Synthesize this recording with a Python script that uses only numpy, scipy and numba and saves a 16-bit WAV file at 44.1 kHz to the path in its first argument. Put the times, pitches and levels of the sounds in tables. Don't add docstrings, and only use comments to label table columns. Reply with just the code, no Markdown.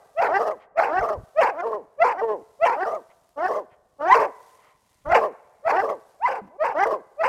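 import sys
import numpy as np
from scipy import signal
from scipy.io import wavfile
from scipy.ndimage import uniform_filter1d
from numba import njit

SR = 44100
rng = np.random.default_rng(int(sys.argv[2]) if len(sys.argv) > 2 else 0)


def persist_wave(psi):
    counts = np.round(np.clip(psi, -1, 1) * 32767).astype(np.int16)
    wavfile.write(sys.argv[1], SR, np.atleast_2d(counts).T)


def ratio_of_db(decibels):
    return 10 ** (np.asarray(decibels, float) / 20)


N = 321048


def in_time(tables):
    s, *columns = np.transpose(np.concatenate(tables))
    return [np.interp(np.arange(N) / SR, s, c) for c in columns]


def band(x, low_hz, high_hz):
    sos = signal.butter(2, [low_hz, high_hz], "band", fs=SR, output="sos")
    y = signal.sosfilt(sos, x)
    return y / np.sqrt(np.mean(y ** 2))


def swells(rows):
    t = np.arange(N) / SR
    return sum(ratio_of_db(db) * np.exp(-(2 * (t - s) / length) ** 2) for s, length, db in rows)


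@njit
def resonate(x, hz, width, sr):
    y, r = np.zeros(len(x)), np.exp(-np.pi * width / sr)
    for i in range(2, len(x)):
        drive = (1 - r * r) / 2 * (x[i] - x[i - 2])
        y[i] = drive + 2 * r * np.cos(2 * np.pi * hz[i] / sr) * y[i - 1] - r * r * y[i - 2]
    return y


# centre_s, length_s, level_db
PUFFS = [(1.0, 0.088, -43), (1.19, 0.068, -38), (5.1, 0.076, -41.5)]


def puffs(dogs):
    push = ratio_of_db(-43) * np.sqrt(uniform_filter1d(dogs ** 2, size=900) + 1e-14)
    lumps = ratio_of_db(4.0 * band(rng.standard_normal(N), 10, 30))
    noise = rng.standard_normal(N)
    gusts = swells(PUFFS) * band(noise, 25, 120)
    pushed_air = (push + ratio_of_db(-75)) * band(noise, 31, 240)
    return lumps * (gusts + pushed_air)


# centre_s, length_s, level_db
GASPS = [(.625, 0.055, -61), (3.11, 0.034, -65), (3.73, 0.052, -67), (4.66, 0.15, -65), (4.97, 0.23, -79.5)]


def gasps():
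    noise = rng.standard_normal(N)
    throat = band(noise, 1570, 2100) + 0.27 * band(noise, 3040, 3170) + 2.0 * band(noise, 580, 1550)
    return swells(GASPS) * throat


# time_s, level_db
RUSTLE = [(0, -69), (.58, -73), (.7, -95.5), (1.25, -68), (1.9, -80), (2.45, -70.5), (3.0, -69.5),
          (3.65, -77), (3.8, -80.5), (4.5, -63), (4.75, -74), (4.9, -69), (5.5, -75), (6.1, -68.5),
          (6.5, -80.5), (7.28, -73)]
# start_s, level_db
TICKS = [(3.292, -49), (3.3264, -65), (4.4034, -50)]


def leaves():
    grains = rng.standard_normal(N) * ratio_of_db(1.8 * band(rng.standard_normal(N), 10, 200))
    clicks = np.zeros(N)
    for s, db in TICKS:
        tick = rng.standard_normal(60) * np.exp(-np.arange(60) / 18)
        clicks[round(s * SR):][:60] += ratio_of_db(db) * tick
    return ratio_of_db(in_time([RUSTLE])[0]) * band(grains, 400, 11000) + clicks


WOOD_T60_S, NEAR_T60_S, WOOD_DB = 1.61, .5, -31.5


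def wood(x):
    t = np.arange(2 * SR) / SR
    lead = int(.62 * SR)
    noise = rng.standard_normal(N)
    near = 8.0 * band(noise, 470, 3600)[:len(t)] * ratio_of_db(-60 * t / NEAR_T60_S)
    far_noise = (band(noise, 270, 1000) + 1.2 * band(noise, 600, 2200))[:len(t)]
    far = far_noise * ratio_of_db(-60 * t / WOOD_T60_S)
    tail = (near + far) * (t > .02)
    tail = tail / np.sqrt(np.sum(tail ** 2))
    wash = signal.fftconvolve(np.r_[x[:lead], x], tail)
    return ratio_of_db(WOOD_DB) * wash[lead:lead + N]


NOTCH_HZ, NOTCH_WIDTH_HZ, NOTCH_DEPTH = 3610., 1100., 0.4
CLEAR_AIR = .12


def cavity(source, hz, width, rough):
    shake = ratio_of_db((3.0 + 0.39 * rough) * band(rng.standard_normal(N), 9.8, 45))
    once = resonate(source, hz, width, SR)
    return shake * resonate(once, hz, width, SR)


def voice(barks, throat, rate, level_db, rough, mouth, alternate, mouth_width_hz, second_db, air_db,
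          opening):
    rough = np.clip(1.5 * rough - .12, 0, 1)
    wobble, flutter = (band(rng.standard_normal(N), 20, 200) for _ in range(2))
    unsteady_rate = rate * np.exp((.004 + .18 * rough) * wobble)
    phase = 2 * np.pi * np.cumsum(unsteady_rate) / SR

    softness = ratio_of_db(0.65 * np.minimum(level_db + 25, 0))
    shutness = np.minimum(mouth / 580, 1) ** 2.2
    sharp = np.exp(-rate / (3200 * softness * shutness))
    pulses = (1 - sharp ** 2) / (1 - 2 * sharp * np.cos(phase) + sharp ** 2)
    every_other = 1 + np.clip(alternate, 0, 1) * np.cos(phase / 2)
    strength = every_other * (1 + 0.2 * rough * np.tanh(flutter))

    air = ratio_of_db(air_db) * (CLEAR_AIR + rough) * rng.standard_normal(N)
    source = (pulses - 1) * strength + air
    breathy = 0.39 * source + air
    effort = ratio_of_db(0.31 * (level_db - 8.0)) * (mouth / 700) ** opening

    out = cavity(source, mouth, mouth_width_hz, rough)
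    out = out - ratio_of_db(second_db) * cavity(source, 2 * mouth, 0.72 * mouth_width_hz, rough)
    slide = np.exp(0.082 * band(rng.standard_normal(N), 2.0, 15.0))
    for k, (hz, width, db) in enumerate(throat):
        lift = effort if hz > 1000 else 1
        feed = breathy if hz > 2900 else source
        out = out + (-1) ** k * ratio_of_db(db) * lift * cavity(feed, hz * slide, width, rough)
    through_wall = ratio_of_db(-18) * resonate(source, rate, 330.0, SR)
    hiss = ratio_of_db(-51.5) * air
    out = out + through_wall + hiss
    out = out - NOTCH_DEPTH * resonate(out, np.full(N, NOTCH_HZ), NOTCH_WIDTH_HZ, SR)

    out = out / np.sqrt(uniform_filter1d(out ** 2, size=600) + 1e-12)
    t = np.arange(N) / SR
    sounding = sum((t >= b[0][0]) & (t <= b[-1][0]) for b in barks) > 0
    return out * ratio_of_db(level_db) * uniform_filter1d(sounding * 1., size=150)


# top_s, top_hz, top_level_db, rise_s, bay_length_s, bay_level_db, bay_roughness (0-1),
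# bay_mouth_hz
LOW_BARKS = [(0.377, 410.2, -15.5, .11, 0.12, -24, .5, 601),
             (0.993, 389.2, -17, 0.13, .115, -24.5, .4, 603),
             (1.607, 353.9, -25.5, 0.075, .115, -27, 0.2, 520),
             (2.195, 392.4, -27.5, 0.061, .115, -24, .06, 506),
             (2.837, 392.4, -20, .09, 0.1, -27, 0.53, 605), (3.465, 380.2, -18, 0.11, 0.098, -26, .55, 551),
             (4.125, 397.4, -16, .145, .1, -22, 0.6, 535), (5.124, 361.1, -21, .08, .1, -22.5, 0.4, 550),
             (5.805, 400, -15.5, 0.11, .1, -25.5, 0.47, 560),
             (6.841, 416.2, -14, .11, 0.092, -23.5, 0.45, 550)]
# share of the rise time still to go, share of the climb, level_db over the top's
BAY_RISE = [(0.96, 0, -34.5), (.8, 0.022, -12), (.55, .3, -7), (.3, .78, -4.5), (0.021, 0.94, -0.5),
            (0.081, 0.98, 2)]
# share of the bay's length, fold_rate_hz,
# level_db over the bay's, share of its roughness, share of its mouth_hz
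BAY = [(0, 455, 1, .7, 1.0), (0.149, 460.1, 5, 0.78, .99), (0.419, 447.9, -3, 1.26, 1.01),
       (.72, 428.6, 3, .9, 1.01), (1.0, 412.4, -1, .6, .99)]
BAY_START_HZ, BAY_MOUTH_OVER_NOTE, CLEAR_ROUGH = 281.7, 2.206, 0.034
CATCH_S, CATCH_DB = .008, -2
SLIP_HZ_PER_S = 2300
BAY_FALL_S, FALL_CUT_S_PER_ROUGH, FALL_HZ_PER_S, FALL_DB, SHUT_MOUTH_HZ = .105, 0.074, 3300, -31, 324


def low_barks():
    barks = []
    for s, top_hz, top_db, rise_s, length, bay_db, rough, mouth_hz in LOW_BARKS:
        bark = []
        for left, share, db in BAY_RISE:
            hz = BAY_START_HZ + share * (top_hz - BAY_START_HZ)
            bark.append((s - left * rise_s, hz, top_db + db, CLEAR_ROUGH, BAY_MOUTH_OVER_NOTE * hz))
        catch_db = min(top_db, bay_db + CATCH_DB)
        bark.append((s + CATCH_S, top_hz, catch_db, rough / 2, bark[-1][4]))
        start = s + (BAY[0][1] - top_hz) / SLIP_HZ_PER_S
        for part, hz, db, share, wide in BAY:
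            bark.append((start + part * length, hz, bay_db + db, share * rough, wide * mouth_hz))
        fall = BAY_FALL_S - FALL_CUT_S_PER_ROUGH * rough
        end_hz = max(BAY[-1][1] - FALL_HZ_PER_S * fall, 90)
        bark.append((start + length + fall, end_hz, bay_db + FALL_DB, 0, SHUT_MOUTH_HZ))
        barks.append(bark)
    return barks


# centre_hz, width_hz, level_db
LOW_THROAT = [(475, 130, -12), (1844, 360, -8), (2815, 240, -21.5), (4730, 310, -24.5), (5370, 590, -23.5)]


def low_dog():
    barks = low_barks()
    rate, level_db, rough, mouth = in_time(barks)
    alternate = 1.02 * np.exp(-((mouth / rate - 1.4) / 0.33) ** 2)
    return voice(barks, LOW_THROAT, rate, level_db, rough, mouth, alternate, mouth_width_hz=250.0,
                 second_db=-3.0, air_db=18.5, opening=2.5)


# top_s, top_hz, top_level_db, hoarseness (0-1), rasp_length_s, rasp_level_db,
# rasp_mouth_hz
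SHARP_BARKS = [(0.197, 681.4, -17.5, 0.1, .068, -17, 768), (0.795, 679, -14.5, 0.32, .07, -19, 820),
               (1.394, 646, -13, 0.05, .075, -15, 893), (2.024, 680, -12, 0.06, .072, -16.5, 965.5),
               (2.639, 678, -13.5, 0.06, .078, -16.5, 930), (4.125, 1006, -8.5, 0, .093, -18, 950),
               (5.126, 700, -13.5, 0.3, .025, -10.5, 931), (5.675, 670, -18, .25, .06, -18, 876.2),
               (6.254, 983, -16.5, 0.06, .098, -23.5, 817), (6.623, 627.8, -18, 0.05, .07, -20, 895),
               (7.215, 656.7, -19.5, 0.08, .07, -17, 932)]
# lead_s before the top at the usual pitch,
# share of the climb, level_db over the top's, roughness (0-1)
YELP_RISE = [(.048, 0.056, -38.5, 0.04), (.033, .4, -21, 0.06), (.018, .78, -7, 0), (.006, .95, -1, 0.05),
             (-.004, 1.04, 2.5, .06), (-.011, 1.1, -3.5, .3)]
# fold_rate_hz, level_db over the rasp's, roughness (0-1), share of rasp_mouth_hz
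RASP = [(520, 0, .8, 0.97), (455, -8, .5, .92), (400, -14, .35, 0.74), (190.9, -33, 0.07, 0.65)]
# time_s, fold_rate_hz, level_db, roughness (0-1), mouth_hz
WHIMPER = [(6.417, 204.8, -41, 0.09, 206), (6.49, 180.6, -55.5, 0, 190.2), (6.511, 288.7, -54.5, 0, 613),
           (6.57, 405, -48, 0, 580)]
YELP_START_HZ, YELP_USUAL_HZ, YELP_SLOWING, YELP_MOUTH_OVER_NOTE = 520, 670, .6, 1.093
BREAK_S, CHOKE_S, YELP_FALL_S = .03, .014, .05


def sharp_barks():
    calls = [np.array(WHIMPER)]
    for s, top_hz, top_db, hoarse, length, rasp_db, mouth_hz in SHARP_BARKS:
        slow = (top_hz / YELP_USUAL_HZ) ** YELP_SLOWING
        call = []
        for lead, share, db, rough in YELP_RISE:
            hz = YELP_START_HZ + share * (top_hz - YELP_START_HZ)
            call.append((s - lead * slow, hz, top_db + db, rough + share * hoarse,
                         YELP_MOUTH_OVER_NOTE * hz))
        times = s + np.cumsum([BREAK_S * slow, length, CHOKE_S, YELP_FALL_S])
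        for t, (hz, db, rough, share) in zip(times, RASP):
            call.append((t, hz, rasp_db + db, rough, share * mouth_hz))
        calls.append(np.array(call))
    calls.sort(key=lambda call: call[0, 0])
    cut = [np.c_[np.minimum(call[:, 0], after[0, 0]), call[:, 1:]] for call, after in zip(calls, calls[1:])]
    return cut + calls[-1:]


# centre_hz, width_hz, level_db
SHARP_THROAT = [(517, 150, -11), (1605, 350, -8.5), (2050, 570, -9.5), (2628, 560, -17), (4490, 540, -25.5),
                (5827, 2400, -35), (7230, 1000, -34.5)]


def sharp_dog():
    barks = sharp_barks()
    rate, level_db, rough, mouth = in_time(barks)
    second_db = -17.5 + 23 * np.maximum(rate / YELP_USUAL_HZ - 1, 0)
    return voice(barks, SHARP_THROAT, rate, level_db, rough, mouth, 0.22 * rough, mouth_width_hz=300.0,
                 second_db=second_db, air_db=8.5, opening=0.46)


def scene():
    dogs = sharp_dog() + low_dog()
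    return (dogs + wood(dogs) + leaves() + gasps() + puffs(dogs))[None]


def top_cut(x):
    return signal.sosfilt(signal.butter(12, 15760, fs=SR, output="sos"), x)


def record(dry):
    mix = np.tanh(dry)
    return top_cut(mix)


dry = scene()
out = record(dry)
persist_wave(out)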